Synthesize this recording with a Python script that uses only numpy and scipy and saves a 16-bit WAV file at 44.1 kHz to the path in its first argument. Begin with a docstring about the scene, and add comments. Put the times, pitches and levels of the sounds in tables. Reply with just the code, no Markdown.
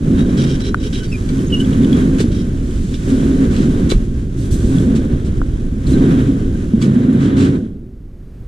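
"""Hand truck with a steel cage

A hand truck carries a steel and wire-mesh cage over rough concrete, surging with each stride, and stops.
Grit under the small wheels shakes the frame and sets the mesh buzzing; the load rattles, scrapes, clanks
and squeaks. A body-worn camera hears it close by through two ports and takes two small knocks."""
import sys
import numpy as np
from scipy import signal
from scipy.fft import rfft, irfft, next_fast_len
from scipy.io import wavfile
from scipy.ndimage import uniform_filter1d, minimum_filter1d, map_coordinates

SR = 44100
rng = np.random.default_rng(int(sys.argv[2]) if len(sys.argv) > 2 else 0)


def bounce(signal):
    """Save signal as a 16-bit WAV file at the path given by the first command-line argument."""
    frames = np.transpose(np.atleast_2d(signal))
    limited = np.clip(frames, -1, 1)
    pcm = np.round(limited * 32767).astype(np.int16)
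    wavfile.write(sys.argv[1], SR, pcm)


N = 373527
T = np.arange(N) / SR
FFT_SIZE = 2 * next_fast_len(N // 2 + SR // 2)
FREQS = np.maximum(np.fft.rfftfreq(FFT_SIZE, 1 / SR), 1)

# Resonances of the truck's frame and the cage's rods. Each row: pitch in Hz, width in Hz, strength in dB.
FRAME_MODES = [(103.5, 57, 5), (135, 13.2, 5), (231, 16.3, 4.5), (267.2, 13.9, 8.5), (333, 11, -9.5),
               (368.7, 17.4, -7.5), (503, 12, -3.5)]
ROD_MODES = [(1530, 110, 3), (2310, 40, -2), (2400, 30, -1), (2815, 25, 0), (2885, 20, 3), (3015, 30, 6),
             (3235, 80, 8), (3380, 20, -6), (3710, 50, 3), (3830, 40, 6), (4000, 25, 7), (4585, 14, -1),
             (4985, 32, 0), (5486, 42, 6), (5730, 60, 1), (6270, 70, -4), (8463, 14, 2)]
# The colour of sliding grains. Each row: frequency in Hz, relative level in dB.
SWISH_COLOUR = [(300, -4), (800, -3.5), (1200, 6.5), (2400, 4.5), (3500, 6), (5000, 3), (8000, 6.5),
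                (11000, -5), (15000, -21)]
# The load lurches on its tyres. Each row: start and length in seconds, thud and sway levels in dB.
LURCHES = [(2.257, 0.086, -50, -26), (3.93, 0.065, -51, -14.5), (4.343, 0.52, -24.5, -41),
           (5.3, 0.3, -48, -24), (5.802, 0.19, -22.5, -45), (7.324, 0.059, -24, -45)]


def undb(db):
    """Decibels to gain."""
    return 10 ** (np.asarray(db) / 20)


def unit(x):
    """Scale to rms 1."""
    return x / np.sqrt(np.mean(x ** 2) + 1e-18)


def over_hz(points):
    """Join (Hz, value) points on a log-frequency axis."""
    hz, value = np.transpose(points)
    return np.interp(np.log(FREQS), np.log(hz), value)


def body(x, colour, modes=(), ring_db=0):
    """Play x through a body with a broad colour and narrow resonances; the result has rms 1."""
    peaks = sum(undb(db + ring_db) / (1 + (2 * (FREQS - hz) / width) ** 2) for hz, width, db in modes)
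    cepstrum = irfft(np.log(undb(over_hz(colour)) * (1 + peaks)))
    cepstrum[1:FFT_SIZE // 2] *= 2  # minimum phase: the ring follows the hit
    cepstrum[FFT_SIZE // 2 + 1:] = 0
    return unit(irfft(rfft(x, FFT_SIZE) * np.exp(rfft(cepstrum)))[..., :N])


def ringing(x, modes):
    """Play x through steep resonances alone."""
    out = 0
    for hz, width, db in modes:
        band = signal.butter(2, [hz - width / 2, hz + width / 2], "bandpass", fs=SR, output="sos")
        out = out + undb(db) * signal.sosfilt(band, x)
    return out


def impacts(rate, scatter_db):
    """Random tiny impacts, rate a second, of scattered size."""
    chance, sign, spread = rng.random(N), rng.choice([-1, 1], N), rng.standard_normal(N)
    return (chance < rate / SR) * sign * undb(scatter_db * np.minimum(spread, 2.5))


def spread_impacts(rate, scatter_db):
    """Impacts from all over the load, as the two ports hear them."""
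    # How alike left and right are. Each row: frequency in Hz, likeness (clipped to a correlation).
    likeness = [(300, -1.5), (650, -1.255), (1300, -0.42), (2200, -0.34), (3000, 0.49), (3900, 0.87),
                (5500, 0.18), (7500, -0.12), (14000, -0.046)]
    correlation = np.clip(over_hz(likeness), -.98, .98)
    mid = rfft(unit(impacts(rate, scatter_db)), FFT_SIZE) * np.sqrt(1 + correlation)
    side = rfft(unit(impacts(rate, scatter_db)), FFT_SIZE) * np.sqrt(1 - correlation)
    return irfft(np.array([mid + side, mid - side]))[:, :N]


def wander(rate):
    """A smooth drift of rms 1 through rate random points a second."""
    knots = rng.standard_normal(4096)
    return unit(map_coordinates(knots, [T * rate], order=3, mode="wrap"))


def burst(t, length, rise, fall):
    """Envelope that rises, holds until length and dies away; times in seconds."""
    return (1 - np.exp(-t / rise)) * np.exp(-np.maximum(t - length, 0) / fall)


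def fade(start, decay):
    """Full until start, then dying away; times in seconds."""
    return np.exp(-np.maximum(T - start, 0) / decay)


def add(out, start, x):
    """Mix x into out from start seconds on."""
    i = max(int(start * SR), 0)
    out[..., i:i + x.shape[-1]] += x[..., :N - i]


def yard(level_db=-33.5, auto_gain_start=8.07, auto_gain_db_per_s=13):
    """A faint, dull outdoor bed, brought up by the camera's automatic gain once the truck stands."""
    # The colour of the yard. Each row: frequency in Hz, relative level in dB.
    colour = [(20, -4.5), (30, 3), (55, -7.5), (100, -8.5), (200, -15), (360, -22.5), (900, -46),
              (1500, -46.5), (3500, -55.5), (8000, -60.5), (14000, -63.5)]
    auto_gain_db = auto_gain_db_per_s * np.maximum(T - auto_gain_start, 0)
    air = rng.standard_normal(N) + 0.043 * rng.standard_normal((2, N))
    return body(air, colour) * undb(level_db + auto_gain_db)


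def case_knocks(port_lag=0.00068, right_db=-1):
    """Taps ring the camera's hollow case; the softer one is duller, and the right port hears both late."""
    # Taps on the case. Each row: start in seconds, peak in dB, treble tilt in dB per octave.
    knocks = [(0.7447, 0, 0), (5.4163, -10.5, -10)]
    # The colour of the case. Each row: frequency in Hz, relative level in dB.
    shell_colour = [(200, -20), (550, -14), (720, -6), (850, -6), (1050, -3), (1400, 0), (1600, -5),
                    (1800, -13), (2300, -16), (2800, -31), (3800, -28), (4600, -35), (9000, -39),
                    (14000, -50)]
    # Its resonances. Each row: pitch in Hz, width in Hz, strength in dB.
    shell_modes = [(700, 90, -5), (1500, 110, -4)]
    out, tap = np.zeros((2, N)), signal.unit_impulse(N)
    lowest_hz = shell_modes[0][0]
    for start, db, tilt_db in knocks:
        colour = [(hz, level + tilt_db * np.log2(max(hz / lowest_hz, 1))) for hz, level in shell_colour]
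        ring = body(tap, colour, shell_modes)[:SR // 20]
        ring = ring / np.abs(ring).max()
        add(out[0], start, undb(db) * ring)
        add(out[1], start + port_lag, undb(db + right_db) * ring)
    return out


def scuffs():
    """Tyres, soles and load slide over sand and straw in a grainy swish; long slides have soft edges."""
    # The slides. Each row: start and length in seconds, level in dB, tilt in dB per octave.
    slides = [(1.291, 0.0011, -34, -4), (1.594, 0.018, -36.5, 1), (2.181, 0.019, -30, -3),
              (2.201, 0.011, -30, -1.5), (2.603, 0.61, -42, -1), (3.085, 0.02, -44, -1),
              (3.498, 0.14, -34.5, -4.5), (3.89, 0.03, -28.5, -2), (3.913, 0.006, -23.5, -13),
              (4.362, 0.1, -42, 2.5), (4.506, 0.042, -35, 4), (4.563, 0.24, -40.5, 1.5),
              (4.949, 0.021, -33.5, -3.5), (5.245, 0.023, -41, -2.5), (5.862, 0.069, -37.5, 0),
              (6.8, 0.0099, -44, 0), (6.812, 0.033, -32, -3.5), (7.127, 0.0027, -46, 7),
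              (7.196, 0.07, -32.5, -6), (7.359, 0.091, -29, -5)]
    out, t = np.zeros((2, N)), T[:SR]
    grains = body(spread_impacts(rate=12000, scatter_db=-1.5), SWISH_COLOUR, ROD_MODES, ring_db=-33)
    octaves = np.log2(np.clip(np.fft.rfftfreq(len(t), 1 / SR), 500, None) / 3000)
    for start, length, db, tilt_db in slides:
        patch = grains[:, int(start * SR):][:, :len(t)]
        swish = unit(irfft(rfft(patch) * undb(tilt_db * octaves), len(t)))
        envelope = burst(t, length, rise=0.13 * length, fall=0.015 + 0.28 * length)
        add(out, start, undb(db) * swish * envelope)
    return out


def rod_rings(rise=0.0048, fall=0.02, port_radians=0.66):
    """A rubbed rod sings on for a moment at one pitch, jostled by the slips that feed it."""
    # The singing rods. Each row: start and length in seconds, pitch in Hz, level in dB.
    rings = [(0.186, 0.03, 3825, -36), (0.395, 0.035, 3235, -36), (0.485, 0.025, 3190, -41),
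             (0.612, 0.078, 4005, -36), (0.768, 0.035, 3850, -47), (0.99, 0.027, 3015, -39),
             (1.0, 0.035, 1517, -38.5), (1.034, 0.062, 4585, -47), (1.55, 0.06, 2884, -32),
             (1.552, 0.04, 2812, -37), (1.602, 0.018, 3015, -34), (1.602, 0.028, 1544, -39)]
    out, t = np.zeros((2, N)), T[:SR // 3]
    flutter, jostle = undb(2.5 * wander(rate=130)), .3 * wander(rate=170)
    for start, length, hz, db in rings:
        span = int(start * SR) + np.arange(len(t))
        phase = 2 * np.pi * hz * t + jostle[span] + port_radians * np.array([[0], [1]])
        add(out, start, undb(db) * burst(t, length, rise, fall) * flutter[span] * np.sin(phase))
    return out


def scrapes(catch_db=0.6, groan_db=3):
    """Dense slips of wire on steel ring the rods and make the frame groan."""
    # Mesh slides on the frame. Each row: start and length in seconds, relative level in dB.
    slides = [(0.179, 0.03, -37), (0.29, 0.012, -38), (0.369, 0.08, -30), (0.459, 0.1, -34),
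              (0.596, 0.025, -32), (0.636, 0.057, -32.5), (0.796, 0.029, -40), (0.825, 0.053, -34),
              (0.923, 0.07, -32), (1.029, 0.032, -36), (2.312, 0.11, -39), (2.932, 0.023, -34.5),
              (5.867, 0.004, -49), (5.936, 0.025, -49)]
    # The colour of rubbed steel. Each row: frequency in Hz, relative level in dB.
    rub_colour = [(1200, -0.5), (2400, -2), (3100, -2.5), (3900, -2), (4400, -4.5), (5500, -2.5),
                  (6300, -6.5), (9000, -8.5), (14000, -34)]
    # The frame's resonances under the mesh. Each row: pitch in Hz, width in Hz, strength in dB.
    groan_modes = [(348.3, 37, 0), (406, 35, 5), (487, 44, -8)]
    pressure = np.zeros(N)
    for start, length, db in slides:
        add(pressure, start, undb(db) * burst(T[:SR // 3], length, rise=0.0032, fall=0.0065))
    pressure *= undb(catch_db * wander(rate=120))  # the wires catch and let go
    slips = spread_impacts(rate=1300, scatter_db=3) + .6 * impacts(rate=1300, scatter_db=3)
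    rods = body(slips * pressure, rub_colour, ROD_MODES, ring_db=4)
    groan = unit(ringing(slips.mean(axis=0) * pressure, groan_modes))
    return (rods + undb(groan_db) * groan) * np.sqrt(np.mean(pressure ** 2))


def squeaks(third_db=-6, catch_db=2, port_lag=.00004):
    """Steel sticks and slips on steel in short gliding tones, unsteady in pitch and strength."""
    # The squeaks. Each row: start and length in seconds, first and last pitch in Hz, level in dB,
    # overtones in dB against the tone, roughness as a share of the pitch.
    glides = [(1.117, 0.026, 2670, 2560, -28, -10, .022), (1.126, 0.044, 2490, 2380, -27.5, -19, .02),
              (1.464, 0.024, 6570, 6550, -36, -30, .004), (1.521, 0.022, 3000, 2900, -17.5, -34, .013),
              (1.53, 0.032, 2880, 2850, -16.5, -22, .012), (1.6, 0.012, 3030, 2950, -19, -26, .01),
              (5.929, 0.025, 3990, 4060, -35, -25, .016)]
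    out, waver, catch = np.zeros((2, N)), wander(rate=600), wander(rate=220)
    for start, length, start_hz, end_hz, db, overtone_db, rough in glides:
        progress = np.linspace(0, 1, int(length * SR))
        span = int(start * SR) + np.arange(len(progress))
        hz = (start_hz + (end_hz - start_hz) * progress) * (1 + rough * waver[span])
        phase = 2 * np.pi * (np.cumsum(hz) / SR - np.outer([0, port_lag], hz))
        overtones = np.sin(2 * phase) + undb(third_db) * np.sin(3 * phase)
        tone = np.sin(phase) + undb(overtone_db) * overtones
        add(out, start, undb(db + catch_db * catch[span]) * np.sin(np.pi * progress) * tone)
    return out


def chinks(decay=0.0082, pitch_spread=0.0523, tick_gain=0.95, tick_decay=0.0058):
    """A tapped wire ticks and rings with a cluster of close, quickly damped modes."""
    # Wires tap each other. Each row: start in seconds, pitch in Hz, peak in dB.
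    taps = [(1.392, 3050, -29), (1.502, 2980, -26), (1.646, 3370, -25), (1.729, 3100, -25),
            (1.833, 3500, -27), (1.846, 3200, -21), (1.929, 3330, -18.5), (1.952, 3300, -25),
            (2.712, 3310, -31), (4.527, 6000, -28), (4.784, 3360, -24), (5.868, 4020, -28)]
    out, t = np.zeros((2, N)), T[:SR // 12]
    for start, hz, db in taps:
        pitches = hz * (1 + pitch_spread * rng.standard_normal(12))
        shares = 1 + 0.46 * rng.standard_normal((2, 12))
        ring = unit(shares @ np.sin(2 * np.pi * np.outer(pitches, t + decay))) * np.exp(-t / decay)
        tick = uniform_filter1d(rng.standard_normal(ring.shape), size=3) * np.exp(-t / tick_decay)
        chink = ring + tick_gain * tick
        add(out, start, undb(db) * chink / np.abs(chink).max())
    return out


def clanks(crack_decay=0.0011):
    """The cage strikes the truck: a gritty crack, and steel modes that each blow excites differently."""
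    # The blows. Each row: start in seconds, peak in dB.
    blows = [(1.29, -23), (2.196, -18), (2.203, -21), (2.942, -27), (2.947, -29), (3.565, -20.5),
             (3.901, -13.5), (3.91, -13), (3.916, -11.5), (6.818, -19.5), (6.825, -19.5), (7.368, -32),
             (7.408, -20), (7.424, -25)]
    # The ring of the struck cage. Each row: pitch in Hz, decay in seconds, relative level in dB.
    cage_modes = [(1200, 0.0052, -7), (1540, 0.007, -7), (2305, 0.012, -4.5), (2770, 0.0033, -3),
                  (2940, 0.0054, -3), (3340, .008, -4), (3430, 0.0055, 0), (3620, .01, -2),
                  (4020, .01, -1.5), (4600, 0.0053, -1), (5320, .004, -5), (6300, .003, -4),
                  (6800, .003, -3), (7700, 0.004, -2)]
    out, t = np.zeros((2, N)), T[:SR // 10]
    partials = [undb(db) * np.sin(2 * np.pi * hz * t) * np.exp(-t / decay) for hz, decay, db in cage_modes]
    grit = body(spread_impacts(rate=45000, scatter_db=10), SWISH_COLOUR)
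    for start, db in blows:
        shared, left, right = rng.standard_normal((3, len(partials)))
        ring = (np.sign(shared) + np.array([left, right])) @ partials
        crack = grit[:, int(start * SR):][:, :len(t)] * np.exp(-t / crack_decay)
        clank = ring + crack
        add(out, start, undb(db) * clank / np.abs(clank).max())
    return out


def rattle(gain, scatter_db=2.5, count=1600):
    """Loose rods and wires tap at random; each tap rings at a slightly different pitch and place."""
    # The loose parts. Each row: pitch in Hz, its spread as a share, decay in seconds, taps a second,
    # relative level in dB.
    loose_parts = [(1535, .03, .006, 150, -8), (3330, .075, .0035, 175, -8.5)]
    out, t = np.zeros((2, N)), T[:SR // 24]
    for hz, spread, decay, rate, db in loose_parts:
        starts = np.cumsum(rng.exponential(1 / rate, count))
        envelope = burst(t, 0, rise=0.00076, fall=decay)
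        for start, (detune, size, left, right) in zip(starts, rng.standard_normal((count, 4))):
            if start < T[-1]:
                phase = 2 * np.pi * hz * (1 + spread * detune) * t + np.array([[left], [right]]) / 2
                add(out, start, undb(db + scatter_db * min(size, 2)) * np.sin(phase) * envelope)
    return out * gain


def chatter(mesh_gain, grit_gain):
    """Wires buzz against each other and sand cracks under the tyres, both in uneven flurries."""
    # The colours of mesh and sand. Each row: frequency in Hz, relative level in dB.
    mesh_colour = [(400, 8.5), (800, 9.5), (1150, 7), (1350, 4), (1800, 4), (2200, -1), (2500, -5),
                   (2750, -6.5), (3250, -6.5), (3900, -7.5), (4400, -16.5), (7000, -59), (12000, -85)]
    grit_colour = [(1500, 6), (3000, 0), (4500, -3), (7000, 0.5), (8500, -3), (10000, -4.5), (11200, -12.5),
                   (13500, -16.5), (15000, -31.5)]
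    flurry = wander(rate=25)
    mesh = body(spread_impacts(rate=4600, scatter_db=3), mesh_colour, ROD_MODES, ring_db=-10.5)
    grit = body(spread_impacts(rate=7000, scatter_db=4.2), grit_colour, ROD_MODES, ring_db=-19)
    return mesh * mesh_gain * undb(1.7 * flurry) + grit * grit_gain * undb(0.83 * flurry)


def judder(rise=0.015, fall=0.07, drift=0.0248, uneven_db=2):
    """A hard shove sets the loaded frame bouncing in two close modes, which beat into a dry pulsing."""
    # The shoves. Each row: start and length in seconds, level in dB.
    shoves = [(5.93, 0.47, -21), (6.735, 0.27, -17), (7.14, 0.36, -20.5)]
    # The frame's bounce. Each row: pitch in Hz, relative level in dB.
    bounce_modes = [(108, -2), (137, -0.5)]
    strength, swing = np.zeros((2, N))
    for start, length, db in shoves:
        add(strength, start, undb(db) * burst(T[:2 * SR], length, rise, fall))
    for hz, db in bounce_modes:
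        phase = 2 * np.pi * np.cumsum(hz * (1 + drift * wander(rate=25))) / SR
        swing += undb(db + uneven_db * wander(rate=14)) * np.sin(phase)
    return unit(swing) * strength


def bumps(rise=0.0063):
    """Each ridge kicks the loaded frame, which swings briefly."""
    # The wheels drop over ridges. Each row: start in seconds, peak in dB, pitch in Hz, decay in seconds.
    ridges = [(0.079, -3.5, 194, 0.0036), (0.361, -8.5, 137.4, 0.095), (2.203, -9, 402, 0.0025),
              (2.242, -4.5, 261.6, 0.0024), (2.835, -13.5, 193, 0.021), (3.179, -11, 270, 0.0087),
              (3.9207, -4.5, 370, 0.0016), (6.285, -8, 274, 0.011), (6.735, 2, 223, 0.0092),
              (6.822, -5, 237, 0.0085), (6.873, -4.5, 215, 0.019), (6.962, -1.5, 233, 0.016),
              (7.025, -11, 246, 0.008), (7.083, -1, 225, 0.007), (7.147, -2, 227, 0.0074),
              (7.278, -6, 254, 0.008), (7.37, -10, 95, 0.041), (7.408, -21, 413, 0.025),
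              (7.437, -4, 258, 0.01), (7.621, -16, 226, 0.021)]
    out, t = np.zeros(N), T[:SR // 4]
    for start, db, hz, decay in ridges:
        ring = np.sin(2 * np.pi * hz * t) * burst(t, 0, rise, decay)
        add(out, start, -undb(db) * ring / np.abs(ring).max())
    return out


def lurch(length):
    """The swell of one lurch of the load."""
    return burst(T[:SR], length, rise=0.018, fall=0.031)


def load_sway(walking, walk_db=-22.5, rest_db=-50, width=0.11):
    """The load sways with the walk, a deep wobble that stirs the air a little differently at each port."""
    # The colour of the sway. Each row: frequency in Hz, relative level in dB.
    colour = [(10, -12.5), (20, 10.5), (28, 10.5), (40, 3), (52, 6.5), (66, -2), (100, -77), (400, -108.5),
              (3000, -140)]
    gain = undb(walk_db) * walking + undb(rest_db)
    for start, length, _, db in LURCHES:
        add(gain, start, undb(db) * lurch(length))
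    sway, stir = (body(impacts(rate=420, scatter_db=1.6), colour) * gain for _ in range(2))
    return sway + width * np.outer([1, -1], stir)


def tyre_thud(gain, walking, ease_db=-4):
    """The tyres thud on the concrete, harder in a lurch and softer after the last stride."""
    # The colour of the tyres. Each row: frequency in Hz, relative level in dB.
    colour = [(35, -25), (50, -2.5), (62, 12), (85, 5.5), (115, 2.5), (140, 0), (175, -10), (280, -21),
              (900, -94.5), (4000, -130)]
    gain = gain * undb(ease_db * (1 - walking))
    for start, length, db, _ in LURCHES:
        add(gain, start, undb(db) * lurch(length))
    return body(impacts(rate=600, scatter_db=-1), colour, FRAME_MODES, ring_db=-6) * gain


def hollow_boom(gain):
    """The loaded frame booms as it rolls at speed."""
    # Its hollow resonances. Each row: pitch in Hz, width in Hz, strength in dB.
    modes = [(227.2, 26.4, -9), (265.6, 24.2, -3)]
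    return unit(ringing(impacts(rate=600, scatter_db=2.5), modes)) * gain


def frame_drone(gain):
    """Rough concrete drums on the wheels and sets the frame droning."""
    # The colour of the frame. Each row: frequency in Hz, relative level in dB.
    colour = [(70, -26), (125, -10), (175, 1.5), (255, -4), (310, -4), (390, -7), (480, -16), (600, -23),
              (780, -34), (1200, -62.5), (5000, -120)]
    return body(impacts(rate=1200, scatter_db=1), colour, FRAME_MODES) * gain


def motion(crawl=0.24):
    """Pushes speed the truck up and drag slows it to a crawl; gives speed (1 is brisk) and sand flow."""
    # Pushes on the handles. Each row: start, run-up, hold and coasting times in seconds, speed gained,
    # sand under the wheels in dB against that gain.
    pushes = [(0.0, 0.079, 0.37, 0.18, 0.52, 4.5), (.8, 0.055, 0.55, 0.3, 0.06, 21.5),
              (1.14, 0.8, 0.085, 0.33, 0.68, 6.5), (2.991, 0.17, 0.66, 0.13, 0.57, 6),
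              (4.36, 0.41, 0.15, 0.37, 0.53, -0.5), (5.824, 0.17, 0.088, 0.29, 0.87, 2),
              (6.72, 0.13, 0.42, 0.046, 0.46, -9), (7.17, 0.23, 0.046, 0.14, 0.7, -29)]
    speed = sand = crawl
    for start, rise, held, coast, gained, sand_db in pushes:
        surge = gained * np.clip((T - start) / rise, 0, 1) * fade(start + rise + held, coast)
        speed = speed + surge
        sand = sand + surge * undb(sand_db)
    return speed, sand


def scene(left_lag=0.00014):
    """The pushes drive the rolling sounds; the low shaking reaches the left port late; the metal is wide."""
    speed, sand = motion()
    walking = fade(start=6.68, decay=0.06)  # the last stride
    rolling = fade(start=7.588, decay=0.2)  # the wheels come to rest
    drone = frame_drone(undb(-11) * speed ** 1.177 * rolling)
    thud = tyre_thud(undb(-19.5) * speed ** 0.31 * rolling, walking)
    sway = load_sway(walking)
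    boom = hollow_boom(undb(-16) * speed ** 2.12 * rolling)
    left, right = drone + thud + sway + boom + bumps() + judder()
    low = np.array([np.interp(T - left_lag, T, left), right])
    mesh_gain = undb(-31.5) * speed ** 1.254 * rolling ** 2
    grit_gain = undb(-40.5) * sand ** 0.6 * rolling ** 3
    buzz = chatter(mesh_gain, grit_gain) + rattle(mesh_gain)
    metal = scrapes() + rod_rings() + squeaks() + chinks() + clanks()
    balance = undb([[-.5], [.5]])
    return (low + buzz + metal + scuffs() + case_knocks() + yard()) * balance


def record(dry, ceiling=.93, release_db_per_s=260, top_hz=14600):
    """The camera's limiter ducks just ahead of each loud peak and soon recovers; the top is cut."""
    window = SR // 300
    excess_db = 20 * np.log10(np.maximum(np.abs(dry).max(axis=0) / ceiling, 1))
    recovery = release_db_per_s * T
    held_db = np.maximum.accumulate(excess_db + recovery) - recovery
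    gain = uniform_filter1d(minimum_filter1d(undb(-held_db), window), window)
    lowpass = signal.ellip(10, .1, 80, top_hz, fs=SR, output="sos")
    return signal.sosfilt(lowpass, dry * gain)


dry = scene()
out = record(dry)
bounce(out)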